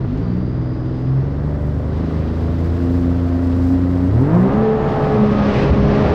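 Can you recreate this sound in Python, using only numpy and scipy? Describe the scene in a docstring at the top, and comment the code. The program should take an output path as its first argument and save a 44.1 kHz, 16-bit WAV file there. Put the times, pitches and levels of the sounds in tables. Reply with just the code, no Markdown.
"""A three-cylinder jet-drive watercraft pushes slowly across a lake: a housed microphone on the rider
hears firing harmonics through the hull (sines locked to the engine cycle), churned water (shaped noise),
faint ticks and a thin blower whistle. Bow spray (noise and drop impacts) then grows. Past four seconds
the throttle opens and the craft climbs onto the plane: the engine tones leap up, a water sheet hisses,
low noise of wind thumps on the housing, and a louder knock comes near the end."""
import sys
import numpy as np
from scipy import signal
from scipy.fft import rfft, irfft, next_fast_len
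from scipy.io import wavfile
from scipy.ndimage import uniform_filter1d, minimum_filter1d

SR = 44100
rng = np.random.default_rng(int(sys.argv[2]) if len(sys.argv) > 2 else 0)


def linear_from_db(decibels):
    """Turn decibels (scalar or array-like) into linear amplitude factors; 0 gives 1."""
    return 10 ** (np.asarray(decibels, float) / 20)


def wav_record(signal):
    """Record a signal, one row per channel, as 16-bit PCM in the file named by sys.argv[1]."""
    frames = np.transpose(np.atleast_2d(signal))
    bounded = np.clip(frames, -1, 1)
    # unit amplitude maps onto the largest positive 16-bit level
    quanta = np.round(bounded * 32767).astype(np.int16)
    wavfile.write(sys.argv[1], SR, quanta)


N = 270774
FULL_PER_S = 70  # engine cycles per s at full throttle


def rms_one(x):
    """Scale to rms 1."""
    return x / np.sqrt(np.mean(x ** 2) + 1e-20)


def in_time(rows):
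    """Interpolate every column of a table to one value per sample."""
    s, *columns = np.transpose(rows)
    return [np.interp(np.arange(N) / SR, s, column) for column in columns]


def drift(rate_hz):
    """Slow chance of rms 1: noise through a double one-pole low-pass, at one value per 40 samples."""
    pole = np.exp(-2 * np.pi * rate_hz * 40 / SR)
    noise = rng.standard_normal(N // 40 + 2002)
    slow = signal.lfilter([1], [1, -2 * pole, pole * pole], noise)[2000:]
    return np.interp(np.arange(N) / 40, np.arange(len(slow)), rms_one(slow))


def bump(at_s, length_s):
    """A smooth rise and fall to 1 and back, above half height for the given length."""
    return 2.0 ** -(2 * (np.arange(N) / SR - at_s) / length_s) ** 2


def coloured(source, spectrum):
    """Shape a source by a spectrum, interpolated over log frequency; rms 1."""
    hz, db = np.transpose(spectrum)
    size = next_fast_len(N)
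    bins_hz = np.maximum(np.arange(size // 2 + 1) * SR / size, 1)
    gain = linear_from_db(np.interp(np.log(bins_hz), np.log(hz), db))
    return rms_one(irfft(rfft(source, size) * gain, size)[:N])


def grains(per_s, spread_db):
    """Droplet impacts at random moments, their sizes spread exponentially in dB; rms 1."""
    sizes = linear_from_db(spread_db * np.minimum(rng.exponential(1, N), 5))
    signs = rng.choice([-1, 1], N)
    return rms_one(sizes * signs * (rng.random(N) < per_s / SR))


def tone_db(multiple, per_s):
    """Hull and exhaust favour some pitches: weigh one multiple of the cycle as it glides, with its swells."""
    # Each row: frequency in Hz, level in dB.
    hull = [(20, -44), (55, -33), (72, -23), (82, -20.5), (100, -15), (130, -14.5), (150, -16), (175, -16),
            (210, -19.5), (228, -22.5), (245, -18), (262, -6.5), (290, -14.5), (315, -15.5), (345, -15),
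            (420, -15.5), (640, -23), (900, -16.5), (1700, -22)]
    # Single tones swell or fade. Each row: centre in s, length in s, multiple of the cycle, change in dB.
    swells = [(.03, 0.1, 3, -10), (0.16, .1, 3, 8.5), (0.911, 0.6, 3, -4), (4.26, 0.065, 3, -4.5),
              (4.404, 0.095, 3, 6), (4.509, .04, 3, -16), (4.57, 0.13, 3, 7), (4.977, 0.2, 3, -21),
              (5.22, 0.087, 3, 7.5), (5.414, 0.12, 3, 5.5), (5.66, 0.21, 3, -8.5), (5.81, 0.092, 3, 4),
              (6.113, 0.081, 3, -19.5), (0.17, 0.11, 6, -8), (1.163, 0.15, 6, 7.5), (1.85, 0.14, 6, -9.5),
              (2.6, 0.75, 6, -4.5), (3.49, 0.36, 6, -17), (4.113, .06, 6, -8), (4.69, 0.11, 6, 8.5),
              (5.17, 0.14, 6, 5.5), (4.298, 0.033, 6, 6), (.55, .08, 6, 1.5), (0.76, 0.057, 6, -6),
              (5.418, .1, 6, -15.5), (5.893, 0.22, 6, 2), (0.38, 0.24, 9, 6), (0.99, 0.62, 9, -18.5),
              (2.67, 0.12, 9, -6), (.8, .7, 11, -8), (0.22, 0.11, 21, 8.5), (.22, .1, 24, 11),
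              (5.2, .6, 14, -6), (3.723, 0.22, 9, 4), (4.075, 0.08, 9, 4.5), (4.156, 0.086, 9, -5),
              (5.04, 0.17, 9, 6), (5.4, .15, 9, -4), (1.193, .15, 12, -8), (1.79, 0.15, 12, -9),
              (2.847, 0.41, 12, 5.5), (4.342, 0.09, 12, 12.5), (4.675, 0.13, 12, -13.5), (5.0, .1, 12, 6.5),
              (5.87, 0.2, 12, -7), (6.2, .35, 12, 4.5), (5.75, 0.7, 11, -11), (0.503, 0.55, 4, 11),
              (1.598, 0.87, 4, 6), (1.605, 0.68, 5, 4), (0.03, 0.1, 12, -14), (.27, 0.077, 12, 13.5),
              (.15, 0.091, 12, -8), (.45, 0.23, 12, 4.5), (4.31, .1, 13, 10), (.11, .09, 15, 14),
              (.17, 0.034, 15, -14), (0.2, .05, 15, 7), (0.25, .05, 15, -10), (4.45, 0.27, 4, 9.5),
              (5.8, .45, 4, 7), (1.2, .6, 5, -8), (3.4, .8, 5, -6), (3.8, .5, 7, 7.5), (5.8, .6, 8, 6.5),
              (2.2, 1.0, 11, 7.5), (2.9, 0.78, 16, 4), (2.1, .8, 15, 4.5), (5.44, 0.092, 18, 6),
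              (5.95, 0.54, 18, -8), (5.9, .5, 16, -6), (3.3, 0.8, 24, 10.5), (0.57, 1.0, 15, 12),
              (1.548, .5, 24, 16)]
    hz, db = np.transpose(hull)
    swell_db = sum(change_db * bump(s, length_s) for s, length_s, k, change_db in swells
                   if round(k) == multiple)
    return np.interp(np.log(multiple * per_s), np.log(hz), db) + swell_db


def engine(turns, per_s):
    """Sines locked to the cycle add up to exhaust pulses; combustion varies, so each wavers, more at speed."""
    # Firing tone (3rd multiple of the cycle) and its harmonics: level in dB before hull colour.
    firing = (-0.5, -8, -11.5, -19)
    # Cylinders differ, so other multiples sound too. Each row: multiple of the cycle,
    # level in dB before hull colour when slow, the same at full throttle.
    uneven = [(1, -12, -11.5), (2, -0.5, -11), (4, -18, -26), (5, -17, -27.5), (7, -28, -17), (8, -19, -17),
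              (10, -27.5, -18), (11, -28.5, -13), (13, -32, -25.5), (14, -35.5, -25.5), (15, -27, -26.5),
              (16, -27.5, -21.5), (17, -29.5, -24), (18, -27.5, -20.5), (20, -25.5, -34.5),
              (21, -27.5, -40), (24, -31.5, -27)]
    out = np.zeros(N)
    strain = per_s / FULL_PER_S
    for k, level_db in enumerate(firing, 1):
        phase = 3 * k * turns + 0.18 * drift(9) + 0.12 * k * strain ** 2 * drift(25)
        level_db = level_db + tone_db(3 * k, per_s) + 1.2 * drift(14)
        out += linear_from_db(level_db) * np.sin(phase)
    opened = np.clip(2 * strain - 1, 0, 1)
    for multiple, slow_db, full_db in uneven:
        k = round(multiple)
        level_db = slow_db + opened * (full_db - slow_db) + tone_db(k, per_s)
        level_db += 1.8 * drift(5) + 1.4 * strain * drift(20)
        waver = 0.07 + (0.12 + 0.022 * multiple) * strain ** 2
        phase = k * turns + rng.uniform(0, 2 * np.pi) + 0.8 * drift(1.5) + waver * drift(20)
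        out += linear_from_db(level_db) * np.sin(phase)
    return np.sqrt(2) * out


def wind(wash_db):
    """Eddies shed at the housing: low noise that grows with the wash; the strongest lumps saturate."""
    # Gusts and lulls. Each row: centre in s, length in s, change in dB.
    gusts = [(0.023, 0.56, 12), (2.0, 0.49, 4), (3.494, 0.49, 3), (5.0, 0.37, -6.5), (5.3, 0.23, 1.5),
             (5.65, 0.045, 3), (5.718, 0.046, 15), (5.847, 0.11, 8), (6.066, 0.11, 3)]
    # Eddy spectrum. Each row: frequency in Hz, relative level in dB per Hz.
    eddy_spectrum = [(15, -24.5), (30, -7), (60, 23.5), (120, 15), (200, 11.5), (280, 4), (350, -4),
                     (600, -29), (2000, -100)]
    level_db = -44.5 + 1.69 * wash_db
    level_db += sum(db * bump(s, length_s) for s, length_s, db in gusts)
    eddies = coloured(rng.standard_normal(N), eddy_spectrum)
    strength = uniform_filter1d(uniform_filter1d(eddies ** 2, size=900), size=900)
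    return linear_from_db(level_db) * rms_one(eddies / (strength + 0.3) ** 0.3)


def churn(level_db, turns):
    """Exhaust and jet beat through the water: low noise that each firing and each cycle pushes a little."""
    # Each row: frequency in Hz, relative level in dB per Hz.
    churn_spectrum = [(60, -7.5), (120, 2), (250, -3), (400, -7.5), (600, -8.5), (800, -15), (1150, -17.5),
                      (1600, -23.5), (2000, -27), (2250, -37.5), (6000, -100)]
    throb = 1 + 0.11 * np.cos(3 * turns) + 0.11 * np.cos(turns)
    noise = coloured(rng.standard_normal(N) * throb, churn_spectrum)
    return linear_from_db(level_db + 0.35 * drift(4.9)) * noise


def rush(level_db, per_s):
    """Water breaks along the hull: noise and drop impacts, louder and deeper once the craft planes."""
    # Spectra when slow and on the plane. Each row: frequency in Hz, relative level in dB per Hz.
    slow_spectrum = [(900, -12), (2000, 5), (3000, 1.5), (4800, -2.5), (6300, -13), (7500, -22.5),
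                     (8500, -24.5), (9800, -42), (12000, -69.5)]
    planing_spectrum = [(600, -5.5), (1300, -3.5), (2000, -2.5), (2600, -4.5), (3500, -10), (5100, -17.5),
                        (6500, -28.5), (8500, -38.5), (9800, -52.5), (12000, -90)]
    source = rng.standard_normal(N) + 0.4 * grains(1500, spread_db=4.0)
    planing = np.clip((per_s - 35) / 30, 0, 1)
    wash = (1 - planing) * coloured(source, slow_spectrum)
    wash += planing * linear_from_db(7.5) * coloured(source, planing_spectrum)
    return linear_from_db(level_db + 0.65 * drift(23)) * wash


def spray(level_db):
    """The bow wave falls back as drops, in clumps: noise plus impacts at a drifting rate."""
    # Each row: frequency in Hz, relative level in dB per Hz.
    spray_spectrum = [(3000, -2.5), (5000, 8), (6500, 1.5), (8000, 1), (9500, -5), (11200, -17),
                      (12200, -1), (13500, -3.5), (15500, -11)]
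    drops = grains(2500 * linear_from_db(4.1 * drift(25)), spread_db=0.0)
    source = rng.standard_normal(N) + drops
    return linear_from_db(level_db + 1.3 * drift(6)) * coloured(source, spray_spectrum)


def ticks():
    """Something small ticks against the hull: band-passed bursts of noise that die exponentially."""
    # Each row: start in s, level in dB before the band-pass, 60 dB decay time in s, lowest frequency in Hz.
    tick_rows = [(.174, -45, .05, 2200), (.38, -52, .03, 5000), (6.075, -21, .08, 350)]
    out = np.zeros(N)
    white = rng.standard_normal(N)
    for s, db, t60_s, low_hz in tick_rows:
        after_s = np.arange(N) / SR - s
        burst = (after_s > 0) * linear_from_db(db - 60 * np.abs(after_s) / t60_s) * white
        band_hz = [low_hz, min(3 * low_hz, 6800)]
        sos = signal.butter(4, band_hz, "band", fs=SR, output="sos")
        out += signal.sosfilt(sos, burst + 1e-18)
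    return out


def whistle(hz, level_db, unsteady_hz):
    """A thin tone, unsteady in pitch and level."""
    phase = 2 * np.pi * np.cumsum(hz + unsteady_hz * drift(150)) / SR
    return np.sqrt(2) * linear_from_db(level_db + 1.5 * drift(15)) * np.sin(phase)


def blower(turns, per_s):
    """Early a whistle and a fading lower one, fluttering with the firing; under throttle one geared tone."""
    # Early whistle. Each row: time in s, pitch in Hz, level in dB.
    slow_whistle = [(.19, 4500, -76), (.225, 4680, -63), (.4, 4760, -64), (.5, 4900, -62.5),
                    (1.08, 4950, -64.5), (1.16, 5230, -70), (1.47, 5520, -76)]
    # The geared tone drops out at times. Each row: centre in s, length in s, change in dB.
    fast_fades = [(5.04, .07, -12), (5.3, .3, -7), (5.63, .06, -10), (6.0, .25, -10)]
    s = np.arange(N) / SR
    hz, level_db = in_time(slow_whistle)
    on = (s > slow_whistle[0][0]) & (s < slow_whistle[-1][0])
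    lower_db = level_db - 1 - 6 * s  # fades 6 dB per s against the upper one
    pair = whistle(hz, level_db, unsteady_hz=46) + whistle(0.96 * hz, lower_db, unsteady_hz=46)
    pair = pair * (1 + 0.45 * np.cos(3 * turns + drift(6)))
    # loses 0.7 dB for each cycle per s below 72
    fast_db = -70.5 - 0.7 * np.maximum(72 - per_s, 0)
    fast_db += sum(db * bump(at_s, length_s) for at_s, length_s, db in fast_fades) + 2.5 * drift(8)
    return on * pair + whistle(92.6 * per_s, fast_db, unsteady_hz=20)


def sheet():
    """A thin sheet of water hisses away from the planing hull: bright shaped noise."""
    # Each row: time in s, level in dB.
    sheet_levels = [(0, -80), (4.6, -80), (5.0, -62), (5.3, -56.5), (5.45, -51), (5.7, -53), (5.85, -51),
                    (6.14, -55)]
    # Each row: frequency in Hz, relative level in dB per Hz.
    sheet_spectrum = [(2000, -30), (3200, -6), (4500, 0), (5500, -1), (6300, -7.5), (6900, -28),
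                      (9000, -60)]
    level_db, = in_time(sheet_levels)
    return linear_from_db(level_db + 1.0 * drift(12)) * coloured(rng.standard_normal(N), sheet_spectrum)


def scene():
    """Engine speed, wash and bow wave drive the sources, which all reach one microphone on open water."""
    # Engine speed. Each row: time in s, four-stroke cycles per s.
    revs = [(0, 21), (.055, 22), (.065, 15.8), (.15, 17), (.21, 18.7), (.27, 19.7), (.38, 20.3), (.6, 20.9),
            (1.05, 21.2), (1.39, 24), (1.49, 24.4), (1.64, 24.4), (1.88, 25.4), (2.0, 26.3), (2.15, 26.3),
            (2.4, 27.4), (2.96, 29), (3.12, 28.8), (3.59, 29), (3.75, 29.7), (4.075, 29.8), (4.37, 58.9),
            (4.55, 70.3), (4.62, 72.7), (4.72, 72.8), (4.88, 72.1), (5.07, 71.2), (5.24, 70.2),
            (5.48, 68.4), (5.8, 68.3), (6.14, 69)]
    # Force of the water along the hull. Each row: time in s, level in dB re slow cruise.
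    wash_levels = [(0, -0.5), (1.85, 0), (2.0, 5), (4.25, 3.5), (4.45, 6), (4.75, 2.5), (4.9, 8),
                   (5.25, 7.5), (5.4, 10.5), (5.83, 12.5), (6.14, 13.5)]
    # Size of the bow wave, as the level of its spray. Each row: time in s, level in dB.
    bow_wave = [(0, -76.5), (.7, -76.5), (1.0, -72), (1.6, -65.5), (2.0, -64), (2.5, -60), (3.7, -57.5),
                (4.0, -61), (4.4, -58), (4.65, -66), (4.9, -62.5), (5.15, -59.5), (5.3, -64), (5.45, -72),
                (5.53, -66), (5.65, -82.5), (5.86, -95), (5.97, -69), (6.14, -72.5)]
    # The hull meets a wavelet or a trough. Each row: centre in s, length in s, rush change in dB,
    # churn change in dB.
    surges = [(0.218, 0.33, 2.5, 2), (0.996, 0.24, 2, -0.5), (4.38, 0.19, -2.5, 2), (4.7, 0.17, 2, -2),
              (5.25, .1, 1, -1.5), (5.571, 0.18, 5.5, 2.5), (5.82, 0.15, -3.5, -2.5), (6.03, .2, 0.5, 1.5)]
    per_s, = in_time(revs)
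    wash_db, = in_time(wash_levels)
    spray_db, = in_time(bow_wave)
    turns = 2 * np.pi * np.cumsum(per_s) / SR  # phase of the cycle in radians
    rush_surge_db, churn_surge_db = sum(np.outer(db, bump(s, length_s)) for s, length_s, *db in surges)
    revs_db = 20 * np.log10(per_s / FULL_PER_S)
    churn_db = -20.5 + 0.21 * wash_db + 0.91 * revs_db + churn_surge_db
    rush_db = -54 + wash_db + rush_surge_db
    water = churn(churn_db, turns) + rush(rush_db, per_s) + spray(spray_db) + sheet()
    mix = engine(turns, per_s) + wind(wash_db) + water + ticks() + blower(turns, per_s)
    return mix[None, :]


def low_pass(x):
    """Removes everything above the highest recorded frequency."""
    return signal.sosfilt(signal.butter(12, 15620, fs=SR, output="sos"), x)


def record(dry):
    """A look-ahead limiter holds the peaks at 0.65, after a 6 ms fade-in."""
    room = np.minimum(0.65 / (np.abs(dry) + 1e-9), 1)
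    gain = uniform_filter1d(minimum_filter1d(room, size=441), size=441)  # 10 ms windows
    fade = np.minimum(np.arange(N) / (0.006 * SR), 1)
    return low_pass(fade * gain * dry)


dry = scene()
out = record(dry)
wav_record(out)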